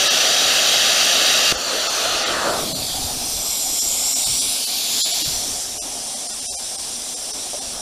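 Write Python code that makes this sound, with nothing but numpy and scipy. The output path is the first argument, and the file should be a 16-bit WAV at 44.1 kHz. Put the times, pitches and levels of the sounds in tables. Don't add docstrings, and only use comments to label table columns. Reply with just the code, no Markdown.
import sys
import numpy as np
from scipy import signal
from scipy.fft import rfft, irfft
from scipy.io import wavfile
from scipy.ndimage import uniform_filter1d

SR = 44100
rng = np.random.default_rng(int(sys.argv[2]) if len(sys.argv) > 2 else 0)


def bounce(signal):
    frames = np.transpose(np.atleast_2d(signal))
    limited = np.clip(frames, -1, 1)
    pcm = np.round(limited * 32767).astype(np.int16)
    wavfile.write(sys.argv[1], SR, pcm)


def ratio_of_db(decibels):
    return 10 ** (np.asarray(decibels, float) / 20)


N = 344414
HOP, SIZE = 256, 1024
HZ = np.fft.rfftfreq(SIZE, 1 / SR)[:, None]
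T = np.arange(-(-N // HOP) + 1) * HOP / SR

# (time [s], level [dB])
REVERB_LEVEL = [(0, -36), (1.5, -36), (1.7, -43), (2.5, -35.5), (2.78, -37), (3.0, -34.5), (3.5, -39),
                (5.1, -39.5), (5.3, -37), (5.6, -39.5), (6.5, -42), (7.5, -40.5), (7.75, -38)]
# (frequency [Hz], level [dB])
REVERB_COLOUR = [(70, -40), (120, -13.5), (190, -15), (255, -1), (320, -11), (400, -7), (500, -8.5), (740, -1),
                 (900, -10), (1150, -12.5), (1700, -20.5), (3000, -33)]
CALM_DB = -54
# (time [s], peak level [dB], half
# length [s])
WIND_GUSTS = [(1.53, -42, .04), (2.05, -50, .1), (2.152, -45, 0.038), (2.348, -40, .05), (2.7, -48, .15),
              (3.04, -42.5, .12), (3.358, -40.5, 0.071), (3.68, -47, .12), (3.937, -48, 0.12),
              (4.11, -50, 0.058), (4.326, -38, 0.071), (4.48, -48, .05), (5.287, -40, 0.096),
              (5.51, -38, 0.039), (5.8, -51, 0.22), (6.702, -53, 0.32), (7.81, -44.5, .12)]
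# (frequency [Hz], level [dB])
WIND_SPECTRUM = [(15, -11), (35, 12), (60, -9), (110, -7), (200, -9), (400, -34.5)]

# (time [s], peak level [dB], frequency [Hz], decay t60 [s])
BLOWS = [
    (1.5235, -5, 427, 0.0077),
    (1.5217, -23, 130, .03),
    (3.04, -23, 85, 0.1),
    (4.275, -32, 49.7, .2),
    (4.291, -29, 121, 0.16),
    (5.22, -29.5, 307, 0.087),
    (5.275, -25.5, 138, .1),
    (7.533, -19.5, 689, 0.015),
    (7.541, -23, 624, .06),
    (7.548, -22, 606, 0.081),
]

# (time [s], near delay [ms], near share [0-1], far delay [ms], far share [0-1])
REFLECTIONS = [(0, 0.47, 0.13, 1.6, 0.088), (.6, 0.45, 0.36, 1.03, 0.068), (2.15, 0.46, 0.41, 1.15, 0.091),
               (2.42, 0.47, .08, .25, 0.03), (2.6, 0.35, .1, 0.51, 0.3), (2.9, 0.29, 0.12, 0.83, 0.28),
               (3.12, 0.21, 0.083, 1.15, 0.3), (3.28, .22, .07, 1.21, .3), (3.85, 0.32, 0.09, 1.2, 0.17),
               (4.2, 0.28, 0.18, 1.0, 0.16), (4.45, 0.24, 0.1, .84, .2), (4.7, 0.45, 0.041, 0.71, 0.14),
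               (5.5, 0.14, 0.098, 0.32, .05), (6.0, 0.21, 0.25, 0.36, 0.053)]
# (frequency [Hz], width [Hz], level [dB])
CASE_MODES = [(15500, 500, 1), (3380, 300, 2.5), (5800, 700, 3.5), (6575, 410, -2.5), (7280, 640, 4),
              (8250, 510, -3.5), (8790, 980, 1.5), (12750, 280, -3)]
EDGE_ECHO_S, EDGE_ECHO_HALF_S, EDGE_ECHO_SHARE = 2.75, 0.37, 0.27
EDGE_ECHO_MS, EDGE_ECHO_MS_PER_S = 1.0, 1.15

# (time [s], stretch of every frequency [ratio], depth [0-1])
CARRY_STRETCH = [
    (2.8, 0.96, 0.05),
    (3.0, 1.27, 0.25),
    (3.3, 1.13, 0.45),
    (3.55, 1.03, 0.8),
    (3.95, 1.0, 0.94),
    (4.2, 1.06, 1),
    (4.45, 1.28, 0.84),
    (4.7, 1.43, .6),
    (5.0, 1.55, 0.17),
]
CLOSEST_S = 3.9
# (frequency [Hz], width [Hz], level [dB],
# share of the stretch coming [0-1], share going [0-1])
CARRIED_SHADOWS = [(7600, 1500, 2.5, 0.4, 1.2), (9820, 1480, -13, 0.66, 0.93), (6220, 550, -14, 1, 0.21),
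                   (5230, 700, 3, .05, .1), (4554, 670, -4.5, .05, 0.74), (2200, 250, 6, 0.47, 0.13),
                   (1750, 440, -18, 0.74, .3)]
TIPPING_S, TIPPING_HALF_S = 2.46, 0.25
TIPPING_SHADOWS = [(1030, 330, 6.5, -100), (1600, 540, 3, -1000), (3100, 500, -5, -2500)]
LEAVING_S, LEAVING_HALF_S = 2.9, 0.29
LEAVING_SHADOWS = [(4600, 460, 5, 1100), (5500, 630, -4.5, 602), (2750, 250, -5, -1500)]
PASSING_S, PASSING_HALF_S = 3.67, 0.75
PASSING_SHADOWS = [(11900, 1200, 3, -1800), (13400, 1200, -9, -1500), (15000, 900, -4, 100)]
TURN_S, TURN_HALF_S = 4.95, 0.44
TURNING_SHADOWS = [(4100, 2100, 4, 600), (5720, 600, -6, 900), (6860, 580, 8, 900), (8400, 1400, -7, 1000),
                   (10400, 800, 1.5, 2600), (11500, 900, -7.5, 4500), (13200, 1000, 2, 6000)]
SETTLING_S, SETTLING_HALF_S = 5.25, 0.2
SETTLING_SHADOWS = [(5950, 600, 4, 500), (9860, 1800, -3, 1000), (13800, 1200, 1, 1000)]
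STAND_S, SETTLE_S = 5.4, 0.41
STANDING_SHADOWS = [(4480, 1050, -4), (8790, 440, 2.5), (13500, 3000, -5.5)]

# (time [s], level [dB], aim [dB]), aim rising as the nozzle turns away and the beam spreads
JET_LEVEL = [(2.3, -30, 7.5), (2.45, -28, 10.5), (2.6, -27, 9.5), (2.75, -28, 8), (2.9, -26.5, 7),
             (3.2, -26.5, 4), (3.5, -23, 0), (3.9, -21.5, -2), (4.1, -21, 0), (4.4, -21.5, 3),
             (4.7, -24.5, 4), (4.85, -24, 4), (5.0, -21, 4.5), (5.3, -23.5, 5), (5.5, -25.5, 1),
             (5.75, -29, 2), (7.6, -29, 2.5), (7.8, -31.5, 3)]
# (frequency [Hz], level [dB])
JET_SPECTRUM = [(300, -38), (1100, -20.5), (1900, -14), (2600, -13), (4000, -5), (6000, -0.5), (9000, -2.5),
                (11000, -8.5), (13000, -15), (15500, -23)]
FIZZ_DB, FIZZ_PER_AIM, CLEAR_S, HIDDEN_DB = 5, 0.47, 2.6, -5

# (time [s], level [dB])
ROAR_LEVEL = [
    (1.535, -32.5),
    (1.75, -28),
    (2.17, -26.5),
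    (2.33, -24.5),
    (2.475, -19.5),
    (2.68, -31.5),
    (2.9, -42.5),
    (3.05, -36),
    (3.4, -33),
]
# (frequency [Hz], level [dB])
ROAR_SPECTRUM = [(40, -27), (150, -19.5), (400, -6.5), (1300, 0), (2000, -7), (3000, -2.5), (4300, -7),
                 (6000, -4.5), (8000, -12), (15000, -17)]
# (frequency [Hz], width [Hz], level [dB])
ROAR_RESONANCES = [(617, 180, 8), (1000, 344, -9), (2250, 220, -8), (4300, 580, 7), (5100, 300, -2.5),
                   (10100, 630, -3.5), (1200, 200, 2), (7400, 270, -1), (12200, 300, 3), (13700, 1200, -10)]
LIFT_S, LIFT_PER_S, LIFT_MOST = 2.028, 5.12, 5.3

ARC_STOP_S = 1.5238
# (time [s], level [dB])
ARC_LEVEL = [
    (0.0, -16.5),
    (0.15, -17),
    (0.6, -16.5),
    (1.515, -16.2),
]
# (frequency [Hz], level [dB])
ARC_SPECTRUM = [(40, -29), (150, -18), (400, -13.5), (1300, -3.5), (2400, -7.5), (3000, 0.5), (5000, -5),
                (7500, -6.5), (10000, -9.5), (15000, -16)]
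# (frequency [Hz], width [Hz], level [dB])
ARC_RESONANCES = [(621, 270, 12), (956, 203, -14.5), (1660, 550, 2), (2290, 250, -1), (2700, 200, 3.5),
                  (11800, 440, 1), (3300, 120, 4), (3810, 130, 4.5), (4650, 410, 4.5), (5900, 690, 4),
                  (14600, 900, 0.5), (3440, 140, -5.5), (7330, 120, -5)]
ARC_TREBLE_DB = -5.5

# (time [s], step over mean line [dB])
SPARSE_FRAMES = [(.093, 13.5), (1.567, 11.5), (1.887, 13), (2.249, 11.5), (2.74, 14.5), (3.805, 11.5),
                 (4.148, 14), (4.255, 13), (4.403, 12), (4.659, 13), (5.022, 12), (5.043, 14),
                 (5.129, 11.5), (5.236, 13.5), (5.79, 14), (5.811, 12.5), (6.153, 11.5), (6.281, 13.5),
                 (6.325, 11.5), (6.409, 11.5), (6.473, 12.5), (6.494, 12.5), (6.515, 11.5), (6.558, 13),
                 (6.579, 13.5), (6.772, 15), (7.158, 12.5), (7.326, 14.5), (7.605, 14.5)]
LINES, FIRST_FRAME = 941, 340
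# (time [s], low edge [Hz], high edge [Hz], side level [dB])
SIDE_BANDS = [(1.405, 4100, 5250, -31), (1.405, 9700, 11200, -39), (3.728, 7500, 9000, -32),
              (3.728, 12400, 14600, -43.5), (4.076, 8200, 9800, -31), (4.076, 11100, 13200, -38),
              (4.192, 6800, 10400, -27), (4.262, 7600, 9100, -29), (4.275, 11800, 13800, -40),
              (5.352, 5500, 7000, -32), (6.63, 4200, 5400, -40), (6.654, 5200, 7000, -37),
              (6.654, 9700, 11300, -42)]
EDGE_HZ = 15270


def evened(x):
    return x / np.sqrt(np.mean(x ** 2))


def along(rows):
    s, *columns = np.transpose(rows)
    return [np.interp(T, s, c) for c in columns]


def ramp(s, length):
    return np.clip((T - s) / length, 0, 1)


def shelf(from_hz, to_hz):
    return np.clip((HZ - from_hz) / (to_hz - from_hz), 0, 1)


def bells(modes):
    return sum(db / (1 + (2 * (HZ - centre) / width) ** 2) for centre, width, db in modes)


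def sliding(mid_s, half_s, modes):
    weight = np.clip(1.5 - 1.5 * abs(T - mid_s) / half_s, 0, 1)
    return weight * bells([(centre + climb * (T - mid_s), width, db) for centre, width, db, climb in modes])


def colour(points, modes=()):
    f, db = np.transpose(points)
    return np.interp(np.log(HZ + 1), np.log(f), db) + bells(modes)


def turbulence(patchy_db, flicker_db):
    patches = rng.standard_normal((len(T), len(HZ)))
    patches = uniform_filter1d(patches, size=12, axis=0)
    patches = uniform_filter1d(patches, size=9, axis=1)
    flutter = uniform_filter1d(rng.standard_normal(len(T)), size=5)
    return patchy_db * evened(patches).T + flicker_db * evened(flutter)


def levelled(shape_db, level_db, lo_hz, hi_hz):
    gain = ratio_of_db(shape_db + 0 * T)
    band = ((HZ > lo_hz) & (HZ < hi_hz)) * gain ** 2
    return gain * ratio_of_db(level_db) / np.sqrt(band.mean(axis=0))


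def hiss(gain):
    z = signal.stft(rng.standard_normal(N), nperseg=SIZE, noverlap=SIZE - HOP)[2]
    return signal.istft(z * gain, nperseg=SIZE, noverlap=SIZE - HOP)[1][:N]


def reverb_and_wind():
    gusts = sum(ratio_of_db(db) ** 2 * np.exp(-((T - s) / half) ** 2) for s, db, half in WIND_GUSTS)
    wind_db = 10 * np.log10(ratio_of_db(CALM_DB) ** 2 + gusts)
    reverb = levelled(colour(REVERB_COLOUR), along(REVERB_LEVEL)[0], 180, 870)
    reverb = reverb * ratio_of_db(turbulence(patchy_db=1.5, flicker_db=0.68))
    wind = levelled(colour(WIND_SPECTRUM), wind_db, 25, 110)
    wind = wind * ratio_of_db(turbulence(patchy_db=1.5, flicker_db=-0.5))
    return np.sqrt(reverb ** 2 + wind ** 2)


def knocks():
    out, t = np.zeros(N), np.arange(SR // 4) / SR
    for s, db, hz, t60 in BLOWS:
        swing = -ratio_of_db(db - 60 * t / t60) * np.sin(2 * np.pi * hz * t)
        swing *= 1 - np.exp(-t * hz * 6)
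        part = out[round(s * SR):][:len(t)]
        part += swing[:len(part)]
    return out


def path():
    near_ms, near, far_ms, far = along(REFLECTIONS)
    comb = 1 + near * shelf(1000, 8700) * np.exp(2j * np.pi * HZ * near_ms / 1000)
    comb += far * shelf(1500, 7000) * np.exp(2j * np.pi * HZ * far_ms / 1000)
    swing = T - EDGE_ECHO_S
    edge = EDGE_ECHO_SHARE * np.clip(1.5 - 1.7 * abs(swing) / EDGE_ECHO_HALF_S, 0, 1)
    edge_ms = EDGE_ECHO_MS + EDGE_ECHO_MS_PER_S * swing
    comb += edge * shelf(1500, 5000) * np.exp(2j * np.pi * HZ * edge_ms / 1000)
    return 20 * np.log10(abs(comb) + 0.12) + bells(CASE_MODES)


def shadows():
    stretch, depth = along(CARRY_STRETCH)
    total = 0
    for centre, width, db, coming, going in CARRIED_SHADOWS:
        scale = stretch ** np.where(T < CLOSEST_S, coming, going)
        total = total + depth * bells([(centre * scale, width * scale, db)])
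    total = total + sliding(LEAVING_S, LEAVING_HALF_S, LEAVING_SHADOWS)
    total += sliding(PASSING_S, PASSING_HALF_S, PASSING_SHADOWS)
    total += sliding(TURN_S, TURN_HALF_S, TURNING_SHADOWS)
    total += sliding(SETTLING_S, SETTLING_HALF_S, SETTLING_SHADOWS)
    return total + ramp(STAND_S, SETTLE_S) * bells(STANDING_SHADOWS)


def free_jet():
    level_db, aim_db = along(JET_LEVEL)
    fizz_db = FIZZ_DB + FIZZ_PER_AIM * np.minimum(aim_db, 4)
    fizz_db += HIDDEN_DB * (1 - ramp(CLEAR_S - 0.15, 0.17))
    fizz_db -= 5 * ramp(STAND_S - 0.1, 0.11)
    aim = aim_db * (1 - shelf(4400, 5860)) * shelf(1300, 2400) + fizz_db * shelf(8500, 12000)
    lifted_db = 22 * np.clip(T - 2.3, -2, 0)
    shape = colour(JET_SPECTRUM) + path() + aim + shadows()
    return levelled(shape, level_db + lifted_db, 4040, 9400) * ratio_of_db(turbulence(patchy_db=1.38, flicker_db=0.01))


def roar_on_plate():
    lift = np.clip(LIFT_PER_S * (T - LIFT_S), 0, LIFT_MOST)
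    edge_hz = 15000 * np.exp(-lift)
    lows_db = 5.1 * lift * (1 - shelf(60, 440))
    shape = colour(ROAR_SPECTRUM, ROAR_RESONANCES) + path() + lows_db
    shape -= 10 * np.log10(1 + (HZ / edge_hz) ** 3.5)
    crowding = 1 + (np.log((HZ + 1) / (0.42 * edge_hz)) / 0.47) ** 2
    shape += 5.2 * np.clip(lift - 1.4, 0, 1) / crowding
    shape += sliding(TIPPING_S, TIPPING_HALF_S, TIPPING_SHADOWS)
    fade_db = -40 * np.clip(T - 3.0, 0, 2)
    level_db = along(ROAR_LEVEL)[0] + fade_db
    return levelled(shape, level_db, 40, 2000) * ratio_of_db(turbulence(patchy_db=1.78, flicker_db=0.1))


def arc():
    shape = colour(ARC_SPECTRUM, ARC_RESONANCES) + path() + ARC_TREBLE_DB * shelf(5500, 9150)
    shape = shape + 1.8 * rng.standard_normal(HZ.shape)
    gain = levelled(shape, along(ARC_LEVEL)[0], 1200, 6750)
    plasma = hiss(gain * ratio_of_db(turbulence(patchy_db=0.78, flicker_db=0.18)))
    after = np.arange(N) / SR - ARC_STOP_S
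    snap = np.exp(-abs(after) / 0.00041)
    tail = ratio_of_db(-15 - 60 * abs(after) / 0.25)
    return plasma * np.where(after < 0, 1, snap + tail)


def scene():
    started = np.clip((np.arange(N) / SR - ARC_STOP_S) / 0.0023 + 1, 0, 1)
    air = hiss(np.hypot(roar_on_plate(), free_jet()))
    mono = arc() + started * air + hiss(reverb_and_wind()) + knocks()
    return np.array([mono, mono])


def sparse_frames(x):
    n, k = np.arange(2 * LINES)[:, None], np.arange(LINES)
    window = np.sin(np.pi * (n + 0.5) / (2 * LINES))
    basis = window * np.cos(np.pi / LINES * (n + 0.5 + LINES / 2) * (k + 0.5))
    basis *= np.sqrt(2 / LINES)
    out = x.copy()
    for s, step_db in SPARSE_FRAMES:
        centre = FIRST_FRAME + LINES * round((s * SR - FIRST_FRAME) / LINES)
        at = slice(centre - LINES, centre + LINES)
        lines = x[at] @ basis
        power = lines ** 2 + 1e-12
        step = ratio_of_db(step_db) * np.sqrt(power.mean() ** 0.5 * uniform_filter1d(power, size=24) ** 0.5)
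        step *= ratio_of_db(-2.5 * np.exp(-k / 30) - 3.6 * np.clip(k / 500 - 0.6, 0, 1))
        error = step * np.round(lines / step) - lines
        out[at] += basis @ (error * (k < 640))
    return out


def side_noise():
    out, hz = np.zeros(N), np.fft.rfftfreq(2 * SIZE, 1 / SR)
    window = signal.windows.kaiser_bessel_derived(2 * SIZE, 4 * np.pi)
    for s, lo_hz, hi_hz, db in SIDE_BANDS:
        band = (hz > lo_hz) & (hz < hi_hz)
        burst = irfft(rfft(rng.standard_normal(2 * SIZE)) * band)
        centre = 446 + SIZE * round((s * SR - 446) / SIZE)
        out[centre - SIZE:centre + SIZE] += ratio_of_db(db) * evened(burst) * window
    return out


def top_cut(x):
    return signal.sosfilt(signal.butter(12, 16320, fs=SR, output="sos"), x)


def record(dry):
    lowpass = signal.firwin(801, EDGE_HZ, window=("kaiser", 10), fs=SR)
    mono = signal.oaconvolve(sparse_frames(dry[0]), lowpass, "same")
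    side = side_noise()
    return top_cut(np.array([mono + side, mono - side]))


dry = scene()
out = record(dry)
bounce(out)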